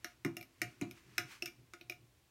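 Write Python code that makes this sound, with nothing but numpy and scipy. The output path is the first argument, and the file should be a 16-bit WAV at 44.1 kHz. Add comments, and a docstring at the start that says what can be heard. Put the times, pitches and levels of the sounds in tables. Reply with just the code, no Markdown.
"""Short, damped clinks over a soft slosh: a steel fork stirs a tall glass of milky coffee, close by.
Each contact rings the glass briefly, for drink and foam damp it.
Twice the fork hits the bottom and the counter thuds.
Between the clinks the drink sloshes and the foam swishes; a small quiet kitchen answers."""
import sys
import numpy as np
from scipy import signal
from scipy.fft import rfft, irfft
from scipy.io import wavfile

SR = 44100
rng = np.random.default_rng(int(sys.argv[2]) if len(sys.argv) > 2 else 0)


def store_wav(level_fs):
    """Save 16-bit WAV to argv[1]."""
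    pcm = np.round(np.clip(np.atleast_2d(level_fs), -1, 1) * 32767)
    wavfile.write(sys.argv[1], SR, pcm.T.astype(np.int16))


N = 101429
T = np.arange(N) / SR
HZ = np.maximum(np.fft.rfftfreq(N, 1 / SR), 1)

# Fork contacts; the place touched sets tink pitch and register levels:
# t/s, tink f/Hz, then level/dB of tink, knock, hollow, wall, ring, ping, clatter, scrape, tick
CONTACTS = [(0.0448, 1640, -38, -55, -53, -49.5, -51.5, -49.5, -44, -51, -56),
            (0.2479, 2106, -26, -41.5, -51, -45, -44.5, -61, -52, -48.5, -53.5),
            (.2625, 1990, -36, -80, -80, -63, -71, -58.5, -78, -58, -69),
            (0.3682, 2746, -35, -54.5, -52, -60, -52, -52, -57.5, -49, -55.5),
            (.411, 2360, -39, -72, -58.5, -80, -73, -66, -62.5, -70, -61),
            (0.4271, 2270, -40, -69, -59, -72, -59.5, -65, -65, -64.5, -64),
            (0.6171, 1933, -29.5, -48, -45.5, -46, -38.5, -46.5, -44.5, -40.5, -49),
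            (0.8126, 2150, -41, -53, -57, -56.5, -46, -62, -80, -43.5, -63),
            (.8215, 2130, -49, -60, -52, -61, -57, -66, -49.5, -75, -76),
            (0.9109, 2437, -43.5, -60, -65, -69.5, -61, -64, -61.5, -63, -60),
            (1.1806, 2526, -23.5, -51, -47, -37, -38.5, -36, -42, -39, -46),
            (1.4231, 2660, -25.5, -49.5, -52, -60.5, -52, -44, -54, -51, -53.5),
            (1.4583, 2654, -32.5, -66, -59, -54, -46, -45, -49.5, -52, -51.5),
            (1.4769, 2360, -38, -59.5, -76, -81, -61, -79, -62, -68, -61),
            (1.736, 1280, -37.5, -60.5, -63.5, -51, -58.5, -69, -59, -54.5, -68),
            (1.8116, 2490, -43.5, -63, -66, -71, -59.5, -77, -51.5, -77, -72),
            (1.8976, 2450, -28.5, -56, -51, -65, -47, -52.5, -53.5, -54.5, -53.5),
            (1.9217, 2365, -37, -97, -68, -67, -67, -63, -65, -60.5, -68)]


def undb(db):
    """Decibels to gain."""
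    return 10 ** (np.asarray(db) / 20)


def at_hz(hz, points_hz, values):
    """Interpolate over log frequency."""
    return np.interp(np.log(hz), np.log(points_hz), values)


def envelope(table):
    """Gain over time from rows of t/s, level/dB."""
    return undb(np.interp(T, *np.array(table).T))


def fade(t60_s):
    """Exponential decay."""
    return np.exp(-np.log(1000) * T / t60_s)


def rise(tau_s):
    """Exponential onset."""
    return 1 - np.exp(-T / tau_s)


def ring(hz, t60_s):
    """One damped mode."""
    return np.sin(2 * np.pi * hz * T) * fade(t60_s)


def noise(gain):
    """White noise weighted per frequency bin."""
    return irfft(rfft(rng.standard_normal(N)) * gain, N)


def coloured(table):
    """Unit-rms noise from rows of f/Hz, density/dB."""
    x = noise(undb(at_hz(HZ, *np.array(table).T)))
    return x / x.std()


def cut(x, hz, kind, order=4):
    """Butterworth high-pass or low-pass."""
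    return signal.sosfilt(signal.butter(order, hz, kind, fs=SR, output="sos"), x)


def add(out, x, start_s):
    """Mix x into out from start_s."""
    i = int(start_s * SR)
    out[i:] += x[:N - i]


def hush():
    """Steady, bass-heavy room noise."""
    # f/Hz, density/dB
    spectrum = [(18, -18), (30, -1.5), (73, 5.5), (153, -8.5), (221, -10.5), (280, -9.5), (721, -12.5),
                (937, -15), (1100, -13.5), (1190, -17.5), (1460, -18), (2120, -15.5), (16000, -25.5)]
    return undb(-71) * coloured(spectrum)


def kitchen(x):
    """Quick reflections off the counter and things on it, then the room's short tail."""
    # Reverberation bands: f/Hz, level/dB, t60/s
    bands = [(160, -8.5, 0.88), (500, -8, 0.29), (2030, -7.5, 0.16), (5240, -10, 0.21), (12100, -11, 0.16)]
    response = np.zeros(N)
    near = rng.standard_normal(N) * fade(t60_s=0.048)
    add(response, undb(-8.5) * near / np.linalg.norm(near), start_s=0.0035)
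    centres_hz = [row[0] for row in bands]
    for share, (_, db, t60_s) in zip(np.eye(len(bands)), bands):
        band = noise(np.sqrt(at_hz(HZ, centres_hz, share)))
        decay = fade(t60_s)
        add(response, undb(db) * band * decay / np.linalg.norm(decay), start_s=0.011)
    return signal.fftconvolve(x, response)[:N]


def foam():
    """The tines swish through the foam."""
    # Swish: t/s, level/dB
    levels = [(0, -76.5), (.1, -67.5), (.18, -81.5), (.55, -77), (.7, -65.5), (.77, -72.5), (.94, -71),
              (.98, -62.5), (1.02, -71.5), (1.15, -67), (1.27, -63.5), (1.32, -53), (1.36, -59), (1.4, -69),
              (1.6, -80), (2.3, -88)]
    # f/Hz, density/dB
    spectrum = [(200, -19), (600, -14.5), (1100, -0.5), (1800, 1), (2500, 2.5), (3500, -5.5), (6000, -6.5),
                (8000, -11.5), (12000, -17), (16000, -21)]
    return envelope(levels) * coloured(spectrum)


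def slosh():
    """The stirred drink gulps low."""
    # Gulps: t/s, level/dB
    levels = [(0, -73.5), (.2, -76.5), (.4, -58.5), (.55, -89), (.61, -64), (.64, -51), (.69, -53.5),
              (.72, -65), (.95, -64), (1.03, -73), (1.11, -59), (1.16, -69), (1.21, -49), (1.26, -56.5),
              (1.3, -66.5), (1.39, -76), (1.45, -60), (1.55, -70.5), (1.62, -64.5), (1.74, -78),
              (1.85, -69), (1.98, -68.5), (2.04, -60.5), (2.06, -73), (2.3, -80.5)]
    # f/Hz, density/dB
    spectrum = [(40, -29), (60, -13.5), (80, -30), (100, -13), (120, 1), (145, -10.5), (190, -18),
                (260, -20), (340, -10), (450, -26.5), (900, -68)]
    return envelope(levels) * cut(coloured(spectrum), hz=860, kind="lowpass")


def thuds():
    """A blow on the bottom passes through the glass into the counter, which booms and rumbles."""
    # Fork landings: t/s, level/dB
    blows = [(0.2491, -31), (0.814, -34.5)]
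    # f/Hz, level/dB, t60/s
    counter_modes = [(118, -9.5, 0.22), (155, -8.5, .27), (210, -9.5, 0.23), (273.8, -6, 0.23),
                     (340, -5, .33), (393.4, -3.5, 0.052)]
    # f/Hz, density/dB
    rumble_spectrum = [(50, -38), (110, -9), (200, -1), (330, 1), (480, -24), (1200, -22), (4000, -63)]
    boom = sum((-1) ** k * undb(db) * ring(hz, t60_s) for k, (hz, db, t60_s) in enumerate(counter_modes))
    glass_rocking = undb(6.5) * ring(hz=314, t60_s=0.038)
    out = np.zeros(N)
    for start_s, db in blows:
        rumble = undb(-3.5) * coloured(rumble_spectrum) * fade(t60_s=0.23)
        add(out, undb(db) * (boom + glass_rocking + rumble) * rise(tau_s=0.0015), start_s)
    return cut(out, hz=79, kind="highpass")


def tinks():
    """Each contact opens with a very short note, pitched by where the fork touches."""
    out = np.zeros(N)
    for start_s, hz, db, *_ in CONTACTS:
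        add(out, undb(db) * ring(hz, t60_s=0.021) * rise(tau_s=0.00046), start_s)
    return out


def steel_clatter(register_db):
    """The fork's dense clatter at one contact; the treble dies first."""
    # f/Hz, density/dB
    spectrum = [(200, -24), (700, -9.5), (1000, -14), (1500, -1), (2100, 6.5), (2700, -9.5), (3200, -3.5),
                (4000, 1), (4700, -0.5), (5500, 0), (6600, 1), (7600, -10), (8600, -1), (10000, -1),
                (12500, 5), (16000, -6.5)]
    # Wall, ring, clatter, scrape, tick: f/Hz
    registers_hz = [1600, 2500, 4000, 7000, 13000]
    gain = undb(16 + at_hz(HZ, *np.array(spectrum).T) + at_hz(HZ, registers_hz, register_db))
    treble_share = np.clip((HZ - 3000) / 6000, 0, 1)
    body = noise(gain * np.sqrt(1 - treble_share)) * fade(t60_s=0.029)
    treble = noise(gain * np.sqrt(treble_share)) * fade(t60_s=0.011)
    return (body + treble) * rise(tau_s=0.00014)


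def glass_mode(hz, t60_s):
    """A mode builds up, is quickly damped and lingers faintly once the fork has sprung away."""
    build_cycles = 0.93
    after_ring = undb(-21) * ring(hz, t60_s=0.22)
    return (ring(hz, t60_s) + after_ring) * rise(build_cycles / hz)


def glass_ring(register_db):
    """One contact rings the filled glass; the low knock shifts with the place touched."""
    # Modes with the fork against the glass: f/Hz, level/dB, t60/s
    modes = [(259.7, 2, 0.094), (336.3, 6.5, 0.06), (614, -6.5, 0.075), (713.5, -2.5, 0.13),
             (1258, -0.5, .04), (1440.7, 1.5, 0.052), (1763, -2, 0.032), (2090, 2.5, 0.023),
             (2240, 1, 0.041), (2360, 1.5, 0.027), (2584, -1, 0.023), (2835, -1, 0.023), (5320, 2.5, 0.021),
             (5460, -1, 0.025), (5907, -3, 0.025)]
    # Knock, hollow, wall, ring, ping: f/Hz
    registers_hz = [340, 650, 1600, 2500, 5400]
    mode_hz, mode_db, _ = np.array(modes).T
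    waves = np.array([glass_mode(hz, t60_s) for hz, _, t60_s in modes])
    scatter_db = 0.87 * rng.standard_normal(len(modes))
    gain = undb(3 + mode_db + at_hz(mode_hz, registers_hz, register_db) + scatter_db)
    gain *= np.sign(rng.standard_normal(len(modes)))
    low = mode_hz < 500
    pitch_ratio = 1 + 0.031 * rng.standard_normal()
    knock = np.interp(T * pitch_ratio, T, gain[low] @ waves[low])
    return knock + gain[~low] @ waves[~low]


def clinks():
    """Every contact excites both glass and fork."""
    out = np.zeros(N)
    for start_s, _, _, knock, hollow, wall, rung, ping, clatter, scrape, tick in CONTACTS:
        glass = glass_ring([knock, hollow, wall, rung, ping])
        steel = steel_clatter([wall, rung, clatter, scrape, tick])
        add(out, glass + steel, start_s)
    return out


def scene():
    """Clinks and their reflections over thuds, drink and hush; mono."""
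    strikes, notes = clinks(), tinks()
    # A tink comes from a small spot and excites the room less than the whole glass.
    room = kitchen(strikes + undb(-7.5) * notes)
    return (strikes + notes + room + thuds() + slosh() + foam() + hush())[None]


def record(dry):
    """Thin the deepest bass; cut the top steeply."""
    top_hz = 16000
    thin = cut(dry, hz=47, kind="highpass", order=2)
    return signal.sosfilt(signal.ellip(10, 0.2, 70, top_hz, fs=SR, output="sos"), thin)


dry = scene()
out = record(dry)
store_wav(out)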